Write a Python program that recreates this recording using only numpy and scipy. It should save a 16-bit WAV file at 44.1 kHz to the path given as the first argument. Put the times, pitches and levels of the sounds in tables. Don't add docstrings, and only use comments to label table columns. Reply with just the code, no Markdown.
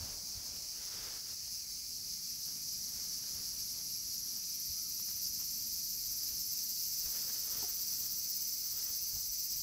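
import sys
import numpy as np
from scipy import signal
from scipy.fft import rfft, irfft, next_fast_len
from scipy.io import wavfile
from scipy.ndimage import uniform_filter1d

SR = 44100
rng = np.random.default_rng(int(sys.argv[2]) if len(sys.argv) > 2 else 0)


def transcribe(signal):
    frames = np.atleast_2d(signal).T
    limited = np.clip(frames, -1, 1)
    pcm = np.round(limited * 32767).astype(np.int16)
    wavfile.write(sys.argv[1], SR, pcm)


def to_linear_factor(level_db):
    exponent = np.asarray(level_db, float) / 20
    return 10 ** exponent


N = 424241
TIME = np.arange(N) / SR

# t/s, clicks per s, slack note f/Hz, lowest rib f/Hz, highest rib f/Hz
WIND_UP = [(.8, 340, 5300, 10300, 10700), (1.6, 345, 5550, 10900, 11400), (2.3, 352, 5800, 11600, 12500),
           (3.4, 359, 5830, 11500, 12600), (4.1, 364, 5850, 11600, 12900), (4.35, 367, 5860, 11900, 13600),
           (4.8, 375, 5880, 13000, 13900), (5.4, 381, 5950, 13100, 14250), (6.5, 386, 6000, 13300, 14800),
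           (8.0, 391, 6000, 13500, 15200), (9.7, 394, 6000, 13400, 15400)]
# t/s, slack note level/dB, its octave level/dB, taut note level below the ribs/dB
EFFORT = [
    (.6, -63, -68, -9),
    (1.5, -77, -66, -11),
    (2.3, -51, -59.5, -34),
    (3.9, -46, -54.5, -16),
    (5.3, -43.5, -51.5, -7),
    (6.5, -43.5, -50, -6.5),
    (8.0, -42.5, -51, -8),
    (9.7, -42, -53, -7),
]


def soloist():
    per_s, slack_hz, low_rib_hz, high_rib_hz = curves(WIND_UP)
    slack_db, octave_db, taut_db = curves(EFFORT)
    high_db, depth_db, slump = belly_pumps()
    swing = np.clip(depth_db / 14.2, .1, 1) * slump
    spread_hz = high_rib_hz - low_rib_hz
    ribs_hz = [low_rib_hz + k * spread_hz + 420 * swing for k in (0, .5, 1)]
    drum = buckles(per_s, weak_db=-4, rough=.8, burst_s=.003)
    fade = np.clip((TIME - .9) / 1.05, 0, 1)

    slack = evened(resonate(drum, slack_hz, 340)) * to_linear_factor(slack_db - 3.7 * swing - 6.5)

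    octave = resonate(drum, 1.837 * slack_hz, 1400) - resonate(drum, 2.03 * slack_hz, 1300)
    octave = evened(octave) * to_linear_factor(octave_db - 0.7 * swing)

    taut = evened(resonate(drum, .51 * ribs_hz[2], 900)) * to_linear_factor(8.0 * swing)
    taut *= to_linear_factor(high_db + taut_db - 2.0) * fade

    rib_tilt_db = -0.5
    ribs = sum((-to_linear_factor(rib_tilt_db)) ** k * resonate(drum, hz, 900) for k, hz in enumerate(ribs_hz))
    ribs /= np.sqrt(uniform_filter1d(ribs ** 2, size=SR // 4))
    high = ribs * to_linear_factor(high_db + 1.5 + 0.84 * depth_db * slump) * fade

    air_sac = evened(resonate(drum, .155 * low_rib_hz, 110)) * to_linear_factor(slack_db - 39.5)
    song = slack + octave + taut + high + air_sac
    return np.std(song) * trees(song, t60=0.053, wet_db=-4)


# t/s, pumps ahead of the steady rate
LEAD = [(2.1, -1.27), (2.41, -.95), (2.73, -.36), (3.25, .1), (4.0, -.53), (4.62, -.3), (4.95, -.12),
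        (5.28, .15), (5.5, .24), (5.68, .54), (5.9, .63), (6.08, .92), (6.5, 1.1), (6.88, 1.11),
        (7.37, 1.3), (8.45, .81), (8.8, .74), (9.62, .15)]
# t/s, taut ribs level/dB, dip between pumps/dB
RIBS = [
    (1.9, -60, 0.5),
    (2.4, -51, 16),
    (3.3, -54.5, 9.5),
    (4.2, -47.5, 14),
    (5.0, -45, 9),
    (6.2, -43.5, 6),
    (7.6, -41.5, 7),
    (9.62, -41.5, 6),
]
# middle t/s, length/s, share of the dip lost
FALTERS = [(2.2, .2, .6), (2.603, 0.16, 0.46), (3.027, .2, 0.47), (3.358, 0.16, 0.28), (4.1, 0.23, 0.58),
           (4.69, 0.35, .7), (5.137, 0.22, .5), (5.563, .22, 0.92), (5.957, 0.29, 0.88), (6.32, 0.18, .4),
           (6.8, 0.36, .75), (7.24, 0.32, .6), (7.937, .3, .55), (8.573, 0.36, .7), (9.14, .25, .55)]


def belly_pumps():
    pumps_per_s = 17
    ribs_db, dip_db = curves(RIBS)
    falter = np.clip(swells(*np.transpose(FALTERS)), 0, 1)
    high_db = ribs_db - 3.5 * falter + .6 * drift(pumps_per_s)
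    depth_db = dip_db * (1 - falter)
    pump = pumps_per_s * TIME + curves(LEAD)[0]
    beat = 2 * np.pi * (pump - .04)
    beat = beat + 0.38 * (1 - np.cos(beat))
    slump = np.tanh(1.35 * np.cos(beat)) / np.tanh(1.2) - 1
    return high_db, depth_db, slump


# t/s, level/dB
CHORUS = [
    (0.0, -46.5),
    (1.1, -46.5),
    (2.3, -45.5),
    (2.6, -44.5),
    (4.9, -45),
    (5.7, -44.5),
    (7.2, -43.5),
    (9.62, -45),
]
# f/Hz, level/dB per Hz
SHRILL = [(2500, -42.5), (3600, -23.5), (4050, -11), (4500, -2.5), (4900, 1), (5600, 1), (6200, -1),
          (7000, -9), (8200, -13), (9300, -16.5), (10500, -12), (11500, -11.5), (12800, -12.5),
          (15900, -12.5)]
# t/s, rise over the chorus/dB
THROBS = [(.85, 0.5), (1.55, 0.5), (2.12, 0.4), (2.44, 0), (3.1, 0.2), (3.62, 0.5), (4.15, 0), (4.77, 1),
          (5.04, 0), (5.27, 2), (5.77, 1), (6.26, 0.5), (6.82, 0.5), (7.35, 0), (7.9, 1.5), (8.42, 1),
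          (8.97, 1), (9.53, 1)]
# f/Hz, level/dB per Hz
CALLER = [(4000, -30), (4900, 1), (5600, -1), (6200, -3.5), (8000, -44), (9900, -19), (10600, -8),
          (11600, -9.5), (12800, -30)]


def chorus(count=7):
    near = np.zeros(N)
    for u, v, w, p in rng.random((count, 4)):
        wander = np.sin(2 * np.pi * (.4 * TIME + u))
        swell_db = 7.0 * np.sin(2 * np.pi * ((4 + 12 * w) * TIME + p + 0.55 * wander))
        per_s = (160 + 230 * v) * (1 + .03 * wander)
        near += buckles(per_s, weak_db=-3.5, rough=0.91, burst_s=0.0014) * to_linear_factor(swell_db)
    mass = 0.65 * trees(near, t60=0.096, wet_db=-4.5) + 0.69 * patchy(patch_db=0.04, size=512)
    s, rise_db = np.transpose(THROBS)
    throb = swells(s, 0.092, rise_db)
    caller = colour(near, CALLER, 4470, 7200) * to_linear_factor(-4.5) * np.sqrt(abs(throb))
    swell = to_linear_factor(0.53 * throb - 0.1 * drift(17))
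    level = to_linear_factor(curves(CHORUS)[0] - 1.35)
    return level * (caller + colour(mass, SHRILL, 4526, 5470) * swell)


def buckles(per_s, weak_db, rough, burst_s):
    turns = np.cumsum(per_s * np.ones(N)) / SR + rng.random()
    snap = np.diff(np.floor(turns), prepend=0) > 0
    crackle = np.exp(-(turns % 1) / (per_s * burst_s)) * rng.standard_normal(N)
    side = np.where(turns % 2 < 1, 1, to_linear_factor(weak_db))
    return evened(side * ((1 - rough) * evened(snap - snap.mean()) + rough * evened(crackle)))


def trees(x, t60, wet_db):
    t = TIME[:SR // 8]
    tails = rng.standard_normal((3, SR // 8)) * to_linear_factor(-60 * t / t60)
    tails = tails * (t > .004)
    turns = np.cos(2 * np.pi * (3.1 * TIME + np.arange(3)[:, None] / 3))
    echoes = signal.oaconvolve(x * turns, tails, axes=1)[:, :N].sum(0)
    return evened(evened(x) + to_linear_factor(wet_db) * evened(echoes))


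# middle t/s, length/s, peak level/dB
RUBS = [
    (0.0, 0.67, -61.5),
    (.47, 0.76, -67),
]
# t/s, peak level/dB, f/Hz, cycles
BUMPS = [
    (0.004, -48, 75.4, 2.3),
    (0.027, -41.5, 78.1, 1.1),
    (0.363, -54, 93, 3.6),
    (4.683, -51, 64, 4.1),
    (7.044, -51, 38, 1.6),
    (7.716, -57, 45, 2.2),
    (9.138, -55, 60, 2),
    (9.289, -54, 50.7, 2.2),
]
# t/s, peak level/dB, f/Hz, time to fall 60 dB/s
TICKS = [(0.405, -65, 1510, 0.018), (0.466, -56, 1000, 0.02), (1.479, -57, 697, 0.018),
         (2.487, -60, 926, 0.018), (3.241, -50, 1620, 0.0068), (4.998, -49, 1160, 0.012),
         (5.087, -55, 1800, 0.016), (5.17, -60, 1220, 0.018), (5.398, -59, 1030, 0.018),
         (7.298, -51, 1640, 0.02), (7.628, -42, 850, 0.015), (9.166, -56, 724, 0.025)]
# f/Hz, level/dB, time to fall 60 dB/s
KNOCK = [
    (394, -42, 0.049),
    (720, -44, 0.13),
    (850, -45, 0.039),
]


def handling():
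    out = evened(resonate(rng.standard_normal(N), 560, 870)) * bursts(RUBS, -100)
    t = TIME[:SR // 8]
    for s, db, hz, cycles in BUMPS:
        push = np.sin(np.pi * np.minimum(t * hz / cycles, 1) ** .6)
        add(out, s, -to_linear_factor(db + 1.5) * np.sin(2 * np.pi * hz * t) * push)
    for s, db, hz, t60 in TICKS:
        scrape = 1.7 * rng.standard_normal(len(t)) * to_linear_factor(-60 * t / .012)
        add(out, s, to_linear_factor(db - 60 * t / t60) * (np.sin(2 * np.pi * hz * t) + scrape))
    knock_s = 7.627
    for hz, db, t60 in KNOCK:
        ring = to_linear_factor(db - 60 * t / t60) * np.sin(2 * np.pi * hz * t)
        add(out, knock_s, ring * to_linear_factor(-9))
        add(out, knock_s + .012, ring * to_linear_factor(1.0 - hz / 120))
    return out


# f/Hz, level/dB per Hz
CLOTH = [(88, -7), (150, -8.5), (449, -3.5), (596, -8), (655, -7.5), (1010, -8.5), (1250, -5.5), (2900, -9),
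         (3800, -5), (4940, -51), (8360, -120)]
# middle t/s, length/s, peak level/dB
DRAGS = [(0.0, .45, -66), (.46, 0.51, -71.5), (.99, 0.57, -62.5), (1.29, .15, -70.5), (2.5, 0.089, -71.5),
         (2.99, .35, -71.5), (3.37, 0.62, -70.5), (3.78, 0.13, -70.5), (5.01, 0.07, -80), (5.1, 0.081, -74),
         (5.41, 0.075, -70.5), (7.12, 0.29, -72.5), (7.28, 0.61, -66.5), (7.58, 0.28, -62.5),
         (7.85, 0.97, -73), (8.83, 0.42, -69.5), (9.15, 0.24, -74)]


def cloth():
    size_db = 2.4 * np.minimum(rng.exponential(1, N), 4)
    slips = rng.standard_normal(N) * to_linear_factor(size_db) * (rng.random(N) < .3)
    top_db = CLOTH[-2][1]
    wide = CLOTH[:-1] + [(6000, top_db - 4), (9000, top_db - 3), (13000, top_db - 8)]
    drags = bursts(DRAGS, -79.5 + 1.87 * drift(8.7))
    return colour(slips, wide, 630, 1460) * drags * to_linear_factor(1.4 * drift(30))


# t/s, f/Hz, level/dB
BIRD = [
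    (4.75, 1200, -74),
    (4.79, 1340, -69),
    (4.83, 1410, -82),
    (4.86, 1300, -69),
    (4.91, 1160, -74),
]


def bird():
    hz, db = curves(BIRD)
    on = (TIME > BIRD[0][0]) & (TIME < BIRD[-1][0])
    return to_linear_factor(db) * np.sin(2 * np.pi * np.cumsum(hz) / SR) * uniform_filter1d(on * 1., size=400)


# f/Hz, level/dB per Hz
AIR = [(12, -31), (20, -1), (65, 3), (176, -0.5), (283, -5), (344, -12), (477, -14), (593, -18.5),
       (936, -19), (1540, -20.5), (2380, -8), (3030, -11.5), (3600, -17), (4680, -107), (7920, -120)]
# middle t/s, length/s, peak level/dB
GUSTS = [
    (0.0, 0.48, -52),
    (.39, .12, -55),
    (.91, 0.22, -68),
    (4.705, 0.11, -52),
    (6.35, .25, -59),
    (7.06, .14, -57),
    (9.16, .1, -47),
    (9.62, .25, -57),
]
# t/s, level/dB
TRAFFIC = [
    (0.0, -57),
    (.5, -60.5),
    (1.2, -77),
    (1.85, -70),
    (2.1, -57.5),
    (4.0, -60),
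    (5.3, -58.5),
    (8.3, -64),
    (9.0, -76),
    (9.62, -66),
]


def air():
    gusts = bursts(GUSTS, -67 + 2 * drift(4.6))
    floor = colour(patchy(patch_db=1.83, size=1024), AIR + [(4200, -90)], 400, 3220) * to_linear_factor(-68)
    wind = evened(resonate(rng.standard_normal(N), 45.3, 77)) * gusts * to_linear_factor(-3.0)
    traffic_db = curves(TRAFFIC)[0] - 8.0 + 2.0 * drift(6)
    traffic = evened(resonate(rng.standard_normal(N), 184, 150)) * to_linear_factor(traffic_db)
    return floor + wind + traffic


def patchy(patch_db, size):
    a, b, patches = rng.standard_normal((N // (size // 4) + 5, size // 2 + 1, 3)).T
    patches = uniform_filter1d(patches, size=9, axis=0)
    patches = evened(uniform_filter1d(patches, size=16, axis=1))
    grains = (a + 1j * b) * to_linear_factor(patch_db * patches)
    return evened(signal.istft(grains, nperseg=size, noverlap=size * 3 // 4)[1][:N])


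def resonate(x, hz, width):
    turn = np.exp(2j * np.pi * np.cumsum(hz * np.ones(N)) / SR)
    r = np.exp(-np.pi * width / SR)
    smooth = signal.lfilter([(1 - r) ** 2], [1, -2 * r, r * r], x * turn.conj())
    return 2 * (turn * smooth).real


def colour(x, points, lo_hz, hi_hz):
    size = next_fast_len(N, True)
    hz = np.fft.rfftfreq(size, 1 / SR)
    f, db = np.transpose(points)
    z = rfft(x, size) * to_linear_factor(np.interp(np.log(hz + 1), np.log(f + 1), db))
    band = irfft(z * (hz > lo_hz) * (hz < hi_hz), size)
    return irfft(z, size)[:N] / np.std(band)


def swells(middle_s, length_s, height):
    t = TIME[::64]
    u = (t[:, None] - middle_s) / length_s
    humps = height * np.cos(np.pi * np.clip(u, -.5, .5)) ** 2
    return np.interp(TIME, t, humps.sum(1))


def bursts(rows, rest_db):
    s, length_s, db = np.transpose(rows)
    return np.sqrt(to_linear_factor(rest_db) ** 2 + swells(s, length_s, to_linear_factor(db) ** 2))


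def drift(per_s):
    steps = rng.standard_normal(int(N / SR * per_s) + 2)
    return evened(np.interp(TIME * per_s, np.arange(len(steps)), steps))


def curves(rows):
    s, *columns = np.transpose(rows)
    return [np.interp(TIME, s, c) for c in columns]


def add(mix, s, sound):
    part = mix[round(s * SR):][:len(sound)]
    part += sound[:len(part)]


def evened(x):
    return x / np.sqrt(np.mean(x ** 2) + 1e-20)


def scene():
    mono = soloist() + chorus() + handling() + cloth() + bird() + air()
    return np.tile(mono, (2, 1))


def low_pass(x):
    return signal.sosfilt(signal.butter(12, 16390, fs=SR, output="sos"), x)


def record(dry):
    edge = signal.firwin(3071, 15750, window=("kaiser", 9), fs=SR)
    mix = signal.oaconvolve(dry, edge[None], "same")
    return low_pass(mix)


dry = scene()
out = record(dry)
transcribe(out)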